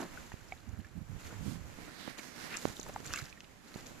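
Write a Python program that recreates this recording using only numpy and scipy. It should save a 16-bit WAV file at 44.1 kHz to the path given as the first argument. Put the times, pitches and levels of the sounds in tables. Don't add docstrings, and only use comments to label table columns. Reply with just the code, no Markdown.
import sys
import numpy as np
from scipy import signal
from scipy.fft import rfft, irfft
from scipy.io import wavfile
from scipy.ndimage import uniform_filter1d

SR = 44100
rng = np.random.default_rng(int(sys.argv[2]) if len(sys.argv) > 2 else 0)


def pcm_store(signal):
    levels = np.round(np.clip(np.atleast_2d(signal), -1, 1) * 32767)
    wavfile.write(sys.argv[1], SR, levels.astype(np.int16).T)


N = 176400
T = np.arange(N) / SR
FREQS_HZ = np.fft.rfftfreq(N, 1 / SR)


def amp(db):
    return 10 ** (np.asarray(db) / 20)


def unit_rms(x):
    return x / np.sqrt(np.mean(x ** 2) + 1e-20)


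def colour(x, spectrum):
    hz, db = np.transpose(spectrum)
    return irfft(rfft(x) * amp(np.interp(np.log(FREQS_HZ + 1), np.log(hz), db)), N)


def place(mix, start_s, sound, pan_db):
    part = mix[:, round(start_s * SR):][:, :sound.shape[-1]]
    part += (amp([[pan_db / 2], [-pan_db / 2]]) * sound)[:, :part.shape[1]]


def drift(span_s):
    size = max(int(span_s * SR), 2)
    smoothed = uniform_filter1d(rng.standard_normal(N), size, mode="wrap")
    return unit_rms(uniform_filter1d(smoothed, size, mode="wrap"))


def noise(grit=0, correlation=0, clicks_per_s=900, spread_db=2.5):
    sizes = amp(spread_db * np.minimum(rng.exponential(1, (3, N)), 4)) * rng.choice([-1, 1], (3, N))
    clicks = unit_rms(sizes * (rng.random((3, N)) < clicks_per_s / SR))
    white = np.sqrt(grit) * clicks + np.sqrt(1 - grit) * rng.standard_normal((3, N))
    common, separate = white[0], white[1:]
    return np.sqrt(SR / 2) * (np.sqrt(correlation) * common + np.sqrt(1 - correlation) * separate)


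def swells(rows, shape=1.84):
    power = np.zeros(N)
    for peak_s, rise_s, fall_s, db in rows:
        width_s = np.where(T < peak_s, rise_s, fall_s)
        power += amp(db) ** 2 * np.exp(-(abs(T - peak_s) / width_s) ** shape)
    return np.sqrt(power)


def resonate(x, hz, width_hz):
    carrier = np.exp(2j * np.pi * np.cumsum(hz) / SR)
    pole = np.exp(-np.pi * width_hz / SR)
    return 2 * (carrier * signal.lfilter([1 - pole], [1, -pole], x / carrier)).real


# (frequency [Hz], level [dB])
WIND_SPECTRUM = [(25, -91.5), (60, -87.5), (110, -87), (200, -87.5), (450, -93.5), (800, -96.5),
                 (1500, -98), (2200, -100), (3300, -103), (5500, -104), (7000, -102), (8700, -107),
                 (11000, -108), (14500, -111)]
WIND_RIGHT_GAIN = [(30, 9), (100, 4), (400, 1.5), (2000, 2), (4000, -4), (14000, -5)]
# (time [s], level [dB])
WIND_LEVEL = [(0, 2.5), (.35, 3), (.8, 0.5), (1.0, 1), (1.17, 1), (1.4, 2), (1.7, 7), (2.0, -2), (3.3, 2.5),
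              (3.5, 1.5), (3.65, 4.5), (4, 6.5)]


def wind(drift_db=3.48):
    hiss = colour(noise(grit=0.31, correlation=0.12), WIND_SPECTRUM)
    level_db = np.interp(T, *np.transpose(WIND_LEVEL)) + drift_db * drift(0.21)
    left, right = hiss * amp(level_db)
    return np.array([left, colour(right, WIND_RIGHT_GAIN)])


# (peak time [s], rise [s], fall [s], level [dB])
GUSTS = [(0.38, 0.016, 0.13, -71.5), (0.685, 0.0097, 0.017, -57.5), (0.735, 0.0096, 0.012, -59.5),
         (0.793, 0.013, 0.018, -56.5), (0.98, 0.024, 0.026, -57), (1.02, 0.0084, 0.0083, -59),
         (1.11, 0.027, 0.038, -59.5), (1.32, 0.5, 0.052, -70), (1.445, 0.027, 0.032, -58),
         (1.495, 0.061, 0.049, -53), (1.63, 0.054, 0.042, -62.5), (2.68, 0.015, 0.022, -71),
         (2.92, 0.073, 0.088, -72), (3.125, 0.038, 0.017, -62), (3.232, 0.015, 0.0091, -60)]
GUST_HISS = (1.497, .055, .062, -88)
# (frequency [Hz], level [dB])
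SLOW_EDDY_SPECTRUM = [(20, -18), (50, -4.5), (100, 2), (170, -10.5), (280, -19), (450, -61), (1000, -36),
                      (3000, -69)]
FAST_EDDY_SPECTRUM = [(20, -38), (80, -36), (150, 4.5), (220, -3), (300, -11), (450, -28), (1000, -31.5),
                      (3000, -45)]
HISS_SPECTRUM = [(200, 15), (700, -8), (1600, -1), (3000, -2.5), (7000, -2.5), (11000, -10.5), (14500, -17)]
# (time [s], rise [s], level [dB], rebound width [s])
PUFFS = [(0.341, 0.0011, -27.5, .008), (1.1646, 0.0025, -27.5, .007), (1.329, .0006, -31.5, .002),
         (1.556, 0.00094, -30, .002), (1.7876, 0.00049, -31, .004), (1.8816, 0.00038, -30.5, .002),
         (2.0774, 0.00016, -23, .0016), (2.0808, 0.00055, -23, .0022), (2.6543, 0.00037, -8.5, .0014),
         (2.678, 0.00081, -27, .003), (2.701, 0.0011, -25, .002), (2.7961, 0.00054, -24.5, .0016),
         (3.0036, 0.00053, -31, .002), (3.76, 0.00084, -24, .0028), (3.918, 0.00095, -30, .002)]


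def buffeting(crossover_db=-52.5, left_db=-34):
    force = swells(GUSTS)
    slow, fast = noise()
    fast_share = 1 / (1 + (amp(crossover_db) / (force + 1e-9)) ** 2)
    pressure = force * np.sqrt(1 - fast_share) * colour(slow, SLOW_EDDY_SPECTRUM)
    pressure += force * np.sqrt(fast_share) * colour(fast, FAST_EDDY_SPECTRUM)
    pressure += swells([GUST_HISS], shape=4.6) * colour(noise()[0], HISS_SPECTRUM)
    for start_s, rise_s, db, rebound_s in PUFFS:
        age, width = (T - start_s) / rise_s, rebound_s / rise_s
        suction = np.maximum(age, 0) * np.exp(-abs(age))
        rebound = np.exp(-((age - 1) / width) ** 2) / (width * np.sqrt(np.pi))
        pressure += amp(db) * np.e * (rebound - suction)
    return pressure * amp([[left_db], [0]])


# (peak time [s], rise [s], fall [s], rustle level [dB], rasp pitch [Hz], rasp level [dB])
SWISHES = [(1.89, 0.1, 0.15, -84, 1890, -90), (2.04, 0.055, 0.041, -80.5, 3600, -80.5),
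           (2.10, 0.034, 0.037, -78, 1920, -86.5), (2.246, 0.041, 0.049, -80, 5940, -88),
           (2.44, 0.079, 0.11, -76, 5000, -87), (2.68, 0.065, 0.039, -79.5, 6840, -92),
           (2.98, 0.42, 0.34, -91, 4140, -106), (3.78, 0.25, 0.068, -92.5, 2200, -108)]
# (frequency [Hz], level [dB])
RUSTLE_SPECTRUM = [(40, -39), (130, 1.5), (270, 5), (450, -2.5), (1100, -4.5), (1900, -0.5), (3100, -10),
                   (4300, -8.5), (7000, -14.5), (11000, -18.5), (14500, -23)]
WEAVE_SPECTRUM = [(400, -22), (1500, 1.5), (9000, -4.5), (14500, 8)]


def coat(sag_octaves_per_s=2.2, rustle_left_db=-7, rasp_left_db=-11, drift_db=1.0):
    rustle = colour(noise(grit=0.41, correlation=0.044), RUSTLE_SPECTRUM)
    rustle *= swells([row[:4] for row in SWISHES])
    weave = colour(noise(grit=0.29), WEAVE_SPECTRUM)
    rasp = np.zeros((2, N))
    for peak_s, rise_s, fall_s, _, hz, rasp_db in SWISHES:
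        pitch_hz = hz * 2 ** (-sag_octaves_per_s * np.clip(T - peak_s, -0.2, 0.2))
        width_hz = 0.53 * hz
        band = resonate(resonate(weave, pitch_hz, width_hz), pitch_hz, width_hz)
        rasp += band * swells([(peak_s, rise_s, fall_s, rasp_db)])
    cloth = rustle * amp([[rustle_left_db], [0]]) + rasp * amp([[rasp_left_db], [0]])
    return cloth * amp(drift_db * drift(0.024))


# (time [s], centre [Hz], level [dB], left minus right [dB], decay [s])
FILM_SNAPS = [(1.273, 5640, -50, 4, 0.0027), (2.5662, 6660, -34.5, 3, 0.0015),
              (2.57, 6600, -26.5, 6.5, 0.0015), (2.7987, 6650, -36.5, 9.5, 0.0017),
              (2.8857, 12300, -45, 6, 0.003), (2.9398, 6800, -48, 0, 0.0018), (3.003, 5530, -48, -2, .002),
              (3.06, 6700, -47, 11, 0.0023), (3.073, 6800, -43, 12, 0.0025), (3.125, 5850, -43, 8, .001),
              (3.1373, 5740, -24, 5, 0.00041), (3.16, 7500, -32, 5, 0.0016), (3.187, 5100, -38, 1, 0.0064),
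              (3.2554, 5300, -44, 0, 0.0027), (3.2952, 5200, -52, -1, .001), (3.301, 5760, -48, 3, .001),
              (3.4055, 5760, -47.5, 10, 0.00071), (3.8618, 5060, -52, 15, 0.002)]


def film_snaps(half_width_hz=1340, crisp_s=0.00091, tick_s=0.00016, tail_db=-24, tail_s=0.022):
    out, t = np.zeros((2, N)), np.arange(2048) / SR
    hz = np.fft.rfftfreq(len(t), 1 / SR)
    for start_s, centre_hz, db, pan_db, decay_s in FILM_SNAPS:
        common, left, right = rng.standard_normal((3, len(t)))
        band = 1 / (1 + ((hz - centre_hz) / half_width_hz) ** 2)
        fizz = unit_rms(irfft(rfft([common + left, common + right]) * band))
        fizz *= np.exp(-t / decay_s) + amp(tail_db) * np.exp(-t / tail_s)
        tick = crisp_s / decay_s * np.sin(2 * np.pi * centre_hz * t) * np.exp(-t / tick_s)
        place(out, start_s, amp(db) * (tick + fizz), pan_db)
    return out


# (time [s], pitch [Hz], level [dB], 60 dB decay time [s], left minus right [dB], roughness [ratio])
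AIR_POCKETS = [(0.1742, 1480, -35, 0.031, 8, 0), (0.319, 880, -32.5, 0.0084, 8, 0.2),
               (0.3187, 1870, -49.5, 0.049, -12, 0.6), (0.5225, 742, -32.5, 0.034, 4.5, 0.06),
               (0.5223, 2236, -31.5, .023, -4.5, 0.17), (0.8461, 1710, -45, 0.04, -3, 0.2),
               (1.309, 1460, -42, 0.028, 2, 0.38), (1.3271, 940, -40, 0.0091, -7, 0.4),
               (1.340, 1690, -44, 0.015, 5, 0.8), (2.5455, 1780, -34, 0.013, 2, 0.65),
               (2.8630, 890, -40.5, 0.033, 5, 1.1), (2.8945, 610, -34, 0.027, 3.5, 0.9),
               (2.9616, 853, -21, 0.012, 5, 0.46), (2.961, 1740, -41, 0.008, 0, 0.3),
               (3.105, 1350, -38.5, 0.018, 7, 0.3), (3.118, 2830, -41, .04, 2, 0),
               (3.1265, 1580, -31, 0.0061, 6, 0.8), (3.1378, 1550, -15, 0.0052, -3, 0.42),
               (3.139, 2580, -35, 0.046, -6, .15), (3.1574, 1610, -33.5, 0.022, 7, 0.14),
               (3.16, 2700, -30.5, 0.015, -2, 0.1), (3.174, 2230, -32, 0.031, -3, 0.3),
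               (3.182, 1710, -38, 0.015, 0, 0.2), (3.189, 1420, -32, 0.017, 4, 0.36),
               (3.3266, 2500, -42, 0.016, -9, 0.4), (3.374, 1850, -47.5, 0.04, -4, 0.27),
               (3.405, 2640, -46.5, 0.023, 4, 0.96), (3.443, 2850, -50.5, 0.029, -1, 0.94),
               (3.7598, 910, -48, 0.012, 0, 1.1)]


def air_pockets(glide_per_s=1.85, rise_s=0.00022, tick_gain=0.08, tick_s=0.00011):
    out, t = np.zeros((2, N)), np.arange(SR // 12) / SR
    for start_s, hz, db, t60_s, pan_db, roughness in AIR_POCKETS:
        cycles = hz * (t + glide_per_s * t ** 2 / 2)
        ring = np.sin(2 * np.pi * cycles) * (1 - np.exp(-t / rise_s))
        octave_band = signal.butter(2, [hz / np.sqrt(2), hz * np.sqrt(2)], "band", fs=SR)
        common, left, right = rng.standard_normal((3, len(t)))
        fizz = unit_rms(signal.lfilter(*octave_band, [common + left / 2, common + right / 2]))
        fizz *= roughness + tick_gain * np.exp(-t / tick_s)
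        place(out, start_s, (ring + fizz) * amp(db - 60 * t / t60_s), pan_db)
    return out


def froth(low_hz, high_hz, per_s, pitches=24, decay_cycles=3.8, spread_db=4):
    out, t = np.zeros((2, N)), np.arange(SR // 50) / SR
    for hz in np.geomspace(low_hz, high_hz, pitches):
        bursting = rng.random(N) < per_s / pitches / SR
        size_db = spread_db * np.minimum(rng.exponential(1, N)[bursting], 3)
        side_db = 18 * rng.uniform(-1.1, 1, N)[bursting]
        impulses = np.zeros((2, N))
        impulses[:, bursting] = amp([size_db + side_db, size_db - side_db])
        ring = np.sin(2 * np.pi * hz * t) * np.exp(-hz * t / decay_cycles) * hz
        out += signal.oaconvolve(impulses, ring[None])[:, :N]
    return unit_rms(out) * np.sqrt(high_hz - low_hz)


# (peak time [s], rise [s], fall [s], slosh level [dB], squish level [dB], spray level [dB])
SQUELCHES = [(0.012, 0.058, 0.03, -72, -88.5, -87.5), (0.20, 0.35, 0.36, -102, -95, -98.5),
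             (0.78, 0.15, 0.16, -93.5, -99, -105), (1.197, 0.0049, 0.015, -100, -91, -93.5),
             (1.267, 0.027, 0.017, -97, -87.5, -89.5), (1.315, 0.018, 0.024, -88, -100, -101),
             (1.89, 0.054, 0.021, -85.5, -103, -99), (2.191, 0.011, 0.0074, -81, -78.5, -85.5),
             (2.549, 0.036, 0.019, -89, -72.5, -89.5), (2.63, 0.066, 0.17, -87.5, -93, -87),
             (2.864, 0.0033, 0.0055, -84, -97, -106), (2.889, 0.0081, 0.0074, -79, -91, -92),
             (2.947, 0.018, 0.049, -90, -116, -98.5), (3.06, 0.011, 0.02, -92, -84, -82.5),
             (3.125, 0.025, 0.014, -85, -85, -93), (3.175, 0.047, 0.028, -88, -79, -82.5),
             (3.24, 0.066, 0.046, -94.5, -88, -92.5), (3.69, 0.029, 0.025, -91, -96, -95.5),
             (3.77, 0.036, 0.058, -86.5, -89.5, -93), (3.863, 0.0036, 0.036, -90, -97, -90.5)]
# (frequency [Hz], level [dB])
SLOSH_SPECTRUM = [(30, -40), (110, 1), (280, 10.5), (450, 3), (700, 0), (1100, -3), (1700, -3.5),
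                  (4000, -30)]
SQUISH_SPECTRUM = [(300, -8.5), (800, -10), (1200, 0.5), (1550, 2), (2200, 1.5), (2750, 0.5), (3400, -9),
                   (8000, -31)]
SPRAY_SPECTRUM = [(1000, -58), (2800, -1.5), (4000, 0), (5500, -2.5), (7000, 0.5), (8700, -7), (11000, -4),
                  (14500, -9)]
# (lowest pitch [Hz], highest pitch [Hz], burst rate [1/s], share of in-band power [ratio])
FROTH_BANDS = [(1196, 2980, 300, 0.55), (3500, 8050, 300, 0.45)]


def squelches(clump_db=1.5, right_db=-1):
    out = np.zeros((2, N))
    for part, spectrum in enumerate([SLOSH_SPECTRUM, SQUISH_SPECTRUM, SPRAY_SPECTRUM]):
        press = swells([(*row[:3], row[3 + part]) for row in SQUELCHES])
        flow = noise(grit=0.73, correlation=0.57)
        if part > 0:
            low_hz, high_hz, per_s, share = FROTH_BANDS[part - 1]
            flow = np.sqrt(1 - share) * flow + np.sqrt(share) * froth(low_hz, high_hz, per_s)
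        clumps = amp(clump_db * drift(0.0088))
        out += colour(flow, spectrum) * press * clumps
    return out * amp([[0], [right_db]])


def scene():
    return squelches() + air_pockets() + film_snaps() + coat() + buffeting() + wind()


# (frequency [Hz], gain [dB])
LEFT_PORT_RESPONSE = [(5500, -3.5), (7300, -0.5), (8000, -7), (8700, -34), (10000, -7.5), (12000, -4),
                      (14500, -5)]


def record(dry, left_lag_s=0.000024, cutoff_hz=14600):
    left, right = dry
    delayed = irfft(rfft(left) * np.exp(-2j * np.pi * FREQS_HZ * left_lag_s), N)
    heard = np.array([colour(delayed, LEFT_PORT_RESPONSE), right])
    low_pass = signal.firwin(401, cutoff_hz, window=("kaiser", 8), fs=SR)
    return signal.oaconvolve(heard, low_pass[None], "same")


dry = scene()
out = record(dry)
pcm_store(out)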